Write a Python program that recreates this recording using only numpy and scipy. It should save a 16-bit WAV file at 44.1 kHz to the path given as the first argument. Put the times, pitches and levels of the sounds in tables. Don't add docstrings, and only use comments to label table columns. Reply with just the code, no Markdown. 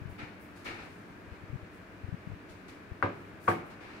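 import sys
import numpy as np
from scipy import signal
from scipy.fft import rfft, irfft, next_fast_len
from scipy.io import wavfile
from scipy.ndimage import map_coordinates

SR = 44100
rng = np.random.default_rng(int(sys.argv[2]) if len(sys.argv) > 2 else 0)


def int16_out(signal):
    q = np.round(np.clip(np.atleast_2d(signal).T, -1, 1) * 32767)
    wavfile.write(sys.argv[1], SR, q.astype(np.int16))


N = 176400

# start in seconds, level of the room's answer in dB, its tilt in dB/octave.
BLOWS = [(3.0264, -29.5, 0.06), (3.4778, -25.5, 0.1)]
MODE_HZ = [101, 173, 212, 277, 342, 404, 452, 506, 565, 735, 906, 1005, 1125, 1208, 1560, 1629]
# level in the knock in dB, level in the bump in dB, t60 in seconds.
MODE_RINGS = [(-22, -23, .18), (-41, -35, .4), (-46, -33, .28), (-32, -42, .22), (-34, -28.5, .4),
              (-38, -39, .33), (-47, -31, .3), (-35, -33, .28), (-30, -35, .26), (-42, -23.5, .22),
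              (-44, -28, .21), (-31, -31, .19), (-35, -27, .23), (-32, -26.5, .21), (-36, -32, .18),
              (-32, -40, .2)]
MODE_RISE_CYCLES, MODE_RISE_S = 1.35, 0.0037
# start in seconds, level in dB, pitch in Hz, t60 and rise in seconds.
CLACKS = [(3.0256, -12.7, 1280, .0065, .0011), (3.0278, -23.5, 1550, .008, .0007),
          (3.062, -26, 1000, .012, .001), (3.475, -33, 1500, .012, .001), (3.4778, -19.5, 1130, .05, .0025),
          (3.5155, -29, 1700, .015, .001)]
CLACK_PAN_DB, RING_PAN_DB, ANSWER_PAN_DB = 9, -0.5, 1

# frequency in Hz, level in dB.
ANSWER_SPECTRUM = [(50, -32), (100, -11), (150, -8), (300, -5), (750, -1.5), (1250, -2), (1450, -4),
                   (1800, -10), (2000, -10.5), (2200, -8), (2700, -17), (3300, -26), (4500, -33),
                   (7000, -47), (15000, -65)]
# frequency in Hz, t60 in seconds.
ROOM_T60 = [(100, 0.91), (400, 0.27), (1300, 0.14), (4000, 0.31), (12000, 0.32)]
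TAIL_DB, TAIL_T60_S = -14, 1
# frequency in Hz, correlation.
BLOW_CORRELATION = [(100, 0.97), (350, 0.78), (800, 0), (2000, 0)]

# centre time in seconds, level on the left in dB, pitch in Hz.
THUMPS = [(.021, -29.5, 104), (0.037, -37, 130), (.059, -27, 125), (0.081, -34, 90), (0.1, -32.5, 103),
          (.125, -37, 80), (0.236, -31.5, 104), (1.284, -39, 88.5), (1.324, -33, 82), (1.44, -34, 114),
          (1.503, -33, 85.5), (1.534, -26.5, 113), (1.544, -27.5, 130), (1.559, -26, 117),
          (1.633, -36.5, 83), (2.046, -26.5, 93), (2.09, -27, 104), (2.13, -24, 121), (2.145, -24.5, 153),
          (2.275, -26.5, 157), (2.302, -31, 102), (2.322, -29.5, 115), (2.339, -31, 93), (2.511, -41, 109),
          (2.922, -28, 89.5)]
THUMP_WIDTH_CYCLES, THUMP_RIGHT_DB = 0.68, -36

# start in seconds, level in dB, rise, hold and t60 in seconds, tilt in dB/octave.
RUSTLES = [(.18, -44.5, 0.011, 0.022, 0.49, -1.2), (.646, -41, 0.015, 0.035, 0.7, -0.45),
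           (.775, -47, 0.02, 0.014, 0.48, -0.9), (.548, -62, 0.018, 0.021, 0.86, 7.5),
           (2.682, -54.5, 0.0046, 0.0087, 0.44, 1), (3.698, -58, 0.005, 0.011, .3, 4.5),
           (3.805, -51.5, 0.005, 0.163, 0.49, -.5), (1.3, -59.5, 0.021, 0.037, 0.23, -1)]
SLIDES = [(.085, -68.5, 0.018, .015, .5, 0), (.39, -64.5, 0.027, .015, 0.39, 4),
          (.55, -70, 0.017, .02, 0.31, -5), (.642, -54.5, 0.0058, .008, 0.32, -12),
          (.8, -71, 0.032, 0.12, 1.3, -7), (1.71, -71, 0.035, .015, 0.29, -3),
          (2.48, -59.5, 0.02, .02, .35, -13), (2.679, -60, 0.005, .008, .35, -11.5),
          (3.1, -75.5, .06, .08, 0.86, -3), (3.39, -61, 0.064, .01, .3, -3),
          (3.476, -51, 0.013, 0.011, 0.28, -6), (3.64, -71, 0.026, 0.018, 0.23, 1)]
RASPS = [(.183, -49.5, 0.017, 0.024, 0.4, -2.5), (.655, -43, 0.0092, 0.013, 0.27, 2)]
# frequency in Hz, level in dB.
RUSTLE_SPECTRUM = [(150, -3), (300, 4.5), (650, -3.5), (860, 2.5), (1100, -4), (1290, 4), (1500, -0.5),
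                   (1800, 2.5), (2000, -2.5), (2200, 4), (2700, -2.5), (3250, -10.5), (4100, -9.5),
                   (4750, -13.5), (5100, -14.5), (5600, -18), (10000, -28), (15500, -42)]
SLIDE_SPECTRUM = [(1000, -60), (2500, -16), (4500, -3.5), (7500, -0.5), (9500, 2.5), (15500, -1)]
RASP_SPECTRUM = [(900, -44), (1700, -7), (2250, 1), (2700, -6), (3300, -18), (4100, -14), (7000, -45)]
# frequency in Hz, correlation.
FRICTION_CORRELATION = [(200, 1), (1000, 0), (4000, 0), (12000, 0)]
# frequency in Hz, left over right in dB.
FRICTION_BALANCE = [(100, 4), (400, 1), (800, -1), (2000, 3), (4500, 6), (8000, 3), (14000, 2)]
GRAIN_DB, GRAIN_RATE_HZ = -0.5, 218

# frequency in Hz, level in dB.
AIR_SPECTRUM = [(25, -28), (50, -6.5), (75, -7.5), (100, -0.5), (130, -10), (180, -2), (230, -6),
                (300, -3.5), (440, -8), (560, -13), (640, -9), (740, -14.5), (1400, -13.5), (1600, -12),
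                (1950, -17), (2400, -17.5), (3200, -28.5), (5700, -37), (9000, -42.5), (15500, -46)]
# frequency in Hz, correlation.
AIR_CORRELATION = [(40, 0), (120, 0.86), (350, 0.93), (800, 0.12), (2000, 0.13), (10000, 0)]
# frequency in Hz, left over right in dB.
AIR_BALANCE = [(100, 3.5), (400, -1), (1000, 0.5), (2200, 3), (4500, 6.5), (8000, 1), (14000, 3.5)]
# frequency in Hz, rms level in dB.
HUM_TONES = [(100.5, -64.5), (296, -65)]
AIR_DB, HUM_WANDER_RAD = -50, 0.57
CAMERA_TOP_HZ = 15730


def tub_blows():
    out = np.zeros((2, N))
    for blow, (start, answer_db, tilt_db) in enumerate(BLOWS):
        add(out, start, wall_ring(blow) + room_answer(answer_db, tilt_db))
    for start, db, hz, t60, rise in CLACKS:
        add(out, start, clack(db, hz, t60, rise))
    return out


def wall_ring(blow):
    ring, t = np.zeros((2, SR)), np.arange(SR) / SR
    for hz, (*levels_db, t60) in zip(MODE_HZ, MODE_RINGS):
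        spread = stereo_angle(BLOW_CORRELATION, hz) * np.array([[1], [-1]])
        phase = 2 * np.pi * rng.random() + spread * rng.choice([-1, 1])
        swell = 1 - np.exp(-(t / (MODE_RISE_S + MODE_RISE_CYCLES / hz)) ** 2)
        ring += amp(levels_db[blow]) * np.sin(2 * np.pi * hz * t + phase) * swell * fade(t, t60)
    return pan(RING_PAN_DB) * ring


def clack(db, hz, t60, rise):
    t = np.arange(SR) / SR
    envelope = np.sin(np.pi / 2 * np.minimum(t / rise, 1)) ** 2 * fade(t - rise, t60)
    return pan(CLACK_PAN_DB) * amp(db) * np.sin(2 * np.pi * hz * t) * envelope


def room_answer(db, tilt_db):
    reflections = noise(ANSWER_SPECTRUM, BLOW_CORRELATION, tilt_db=tilt_db)
    hz, frame_s, bands = signal.stft(reflections, SR, nperseg=256)
    decay = fade(frame_s, along(ROOM_T60, hz)[:, None]) + amp(TAIL_DB) * fade(frame_s, TAIL_T60_S)
    answer = signal.istft(bands * decay, SR)[1][:, :SR]
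    onset = 1 - np.exp(-np.arange(SR) / SR / 0.00035)
    return amp(db) * pan(ANSWER_PAN_DB) * answer * onset


def finger_thumps():
    out, t = np.zeros((2, N)), np.arange(-SR // 50, SR // 50) / SR
    for centre, db, hz in THUMPS:
        envelope = signal.windows.tukey(len(t)) / np.cosh(2 * hz * t / THUMP_WIDTH_CYCLES)
        push = np.sin(2 * np.pi * (hz * t + rng.random())) * envelope
        add(out, max(centre + t[0], 0), amp(db) * amp([[0], [THUMP_RIGHT_DB]]) * push)
    return out


def friction(strokes, spectrum):
    out, t = np.zeros((2, N)), np.arange(SR) / SR
    for start, db, rise, hold, t60, tilt_db in strokes:
        envelope = np.minimum(t / rise, 1) * fade(t - rise - hold, t60)
        grain = amp(GRAIN_DB * wobble(GRAIN_RATE_HZ)[:SR])
        rub = noise(spectrum, FRICTION_CORRELATION, FRICTION_BALANCE, tilt_db)
        add(out, start, amp(db) * envelope * grain * rub)
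    return out


def room_tone():
    t = np.arange(N) / SR
    air = amp(AIR_DB) * noise(AIR_SPECTRUM, AIR_CORRELATION, AIR_BALANCE, size=N)
    hum = sum(amp(db) * np.sqrt(2) * np.sin(2 * np.pi * hz * t + HUM_WANDER_RAD * wobble(7))
              for hz, db in HUM_TONES)
    return air + hum


def noise(spectrum, correlation, balance=None, tilt_db=0, size=SR):
    hz = np.fft.rfftfreq(size, 1 / SR)
    angle = stereo_angle(correlation, hz)
    colour = amp(along(spectrum, hz) + tilt_db * np.log2(np.maximum(hz, 100) / 1000))
    mid, side = rfft(rng.standard_normal((2, size))) * colour * [np.cos(angle), np.sin(angle)]
    gains = pan(along(balance, hz)) if balance else 1
    stereo = irfft(np.array([mid + side, mid - side]) * gains, size)
    return stereo / np.sqrt(np.mean(stereo ** 2) + 1e-20)


def stereo_angle(correlation, hz):
    return np.arccos(np.clip(along(correlation, hz), -1, 1)) / 2


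def amp(db):
    return 10 ** (np.asarray(db) / 20)


def along(points, hz):
    point_hz, values = np.transpose(points)
    return np.interp(np.log(hz + 1), np.log(point_hz + 1), values)


def fade(t, t60):
    return np.exp(-np.log(1000) * np.maximum(t, 0) / t60)


def pan(db):
    return amp(np.array([[.5], [-.5]]) * db)


def wobble(rate):
    return map_coordinates(rng.standard_normal(4000), [np.arange(N) * rate / SR], mode="mirror")


def add(out, start, sound):
    i = round(start * SR)
    out[:, i:i + sound.shape[1]] += sound[:, :N - i]


def scene():
    rubs = friction(RUSTLES, RUSTLE_SPECTRUM)
    slides = friction(SLIDES, SLIDE_SPECTRUM)
    rasps = friction(RASPS, RASP_SPECTRUM)
    return tub_blows() + finger_thumps() + rubs + slides + rasps + room_tone()


def record(dry):
    size = next_fast_len(N + SR // 2)
    passband = np.fft.rfftfreq(size, 1 / SR) < CAMERA_TOP_HZ
    return irfft(rfft(dry, size) * passband, size)[:, :N]


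dry = scene()
out = record(dry)
int16_out(out)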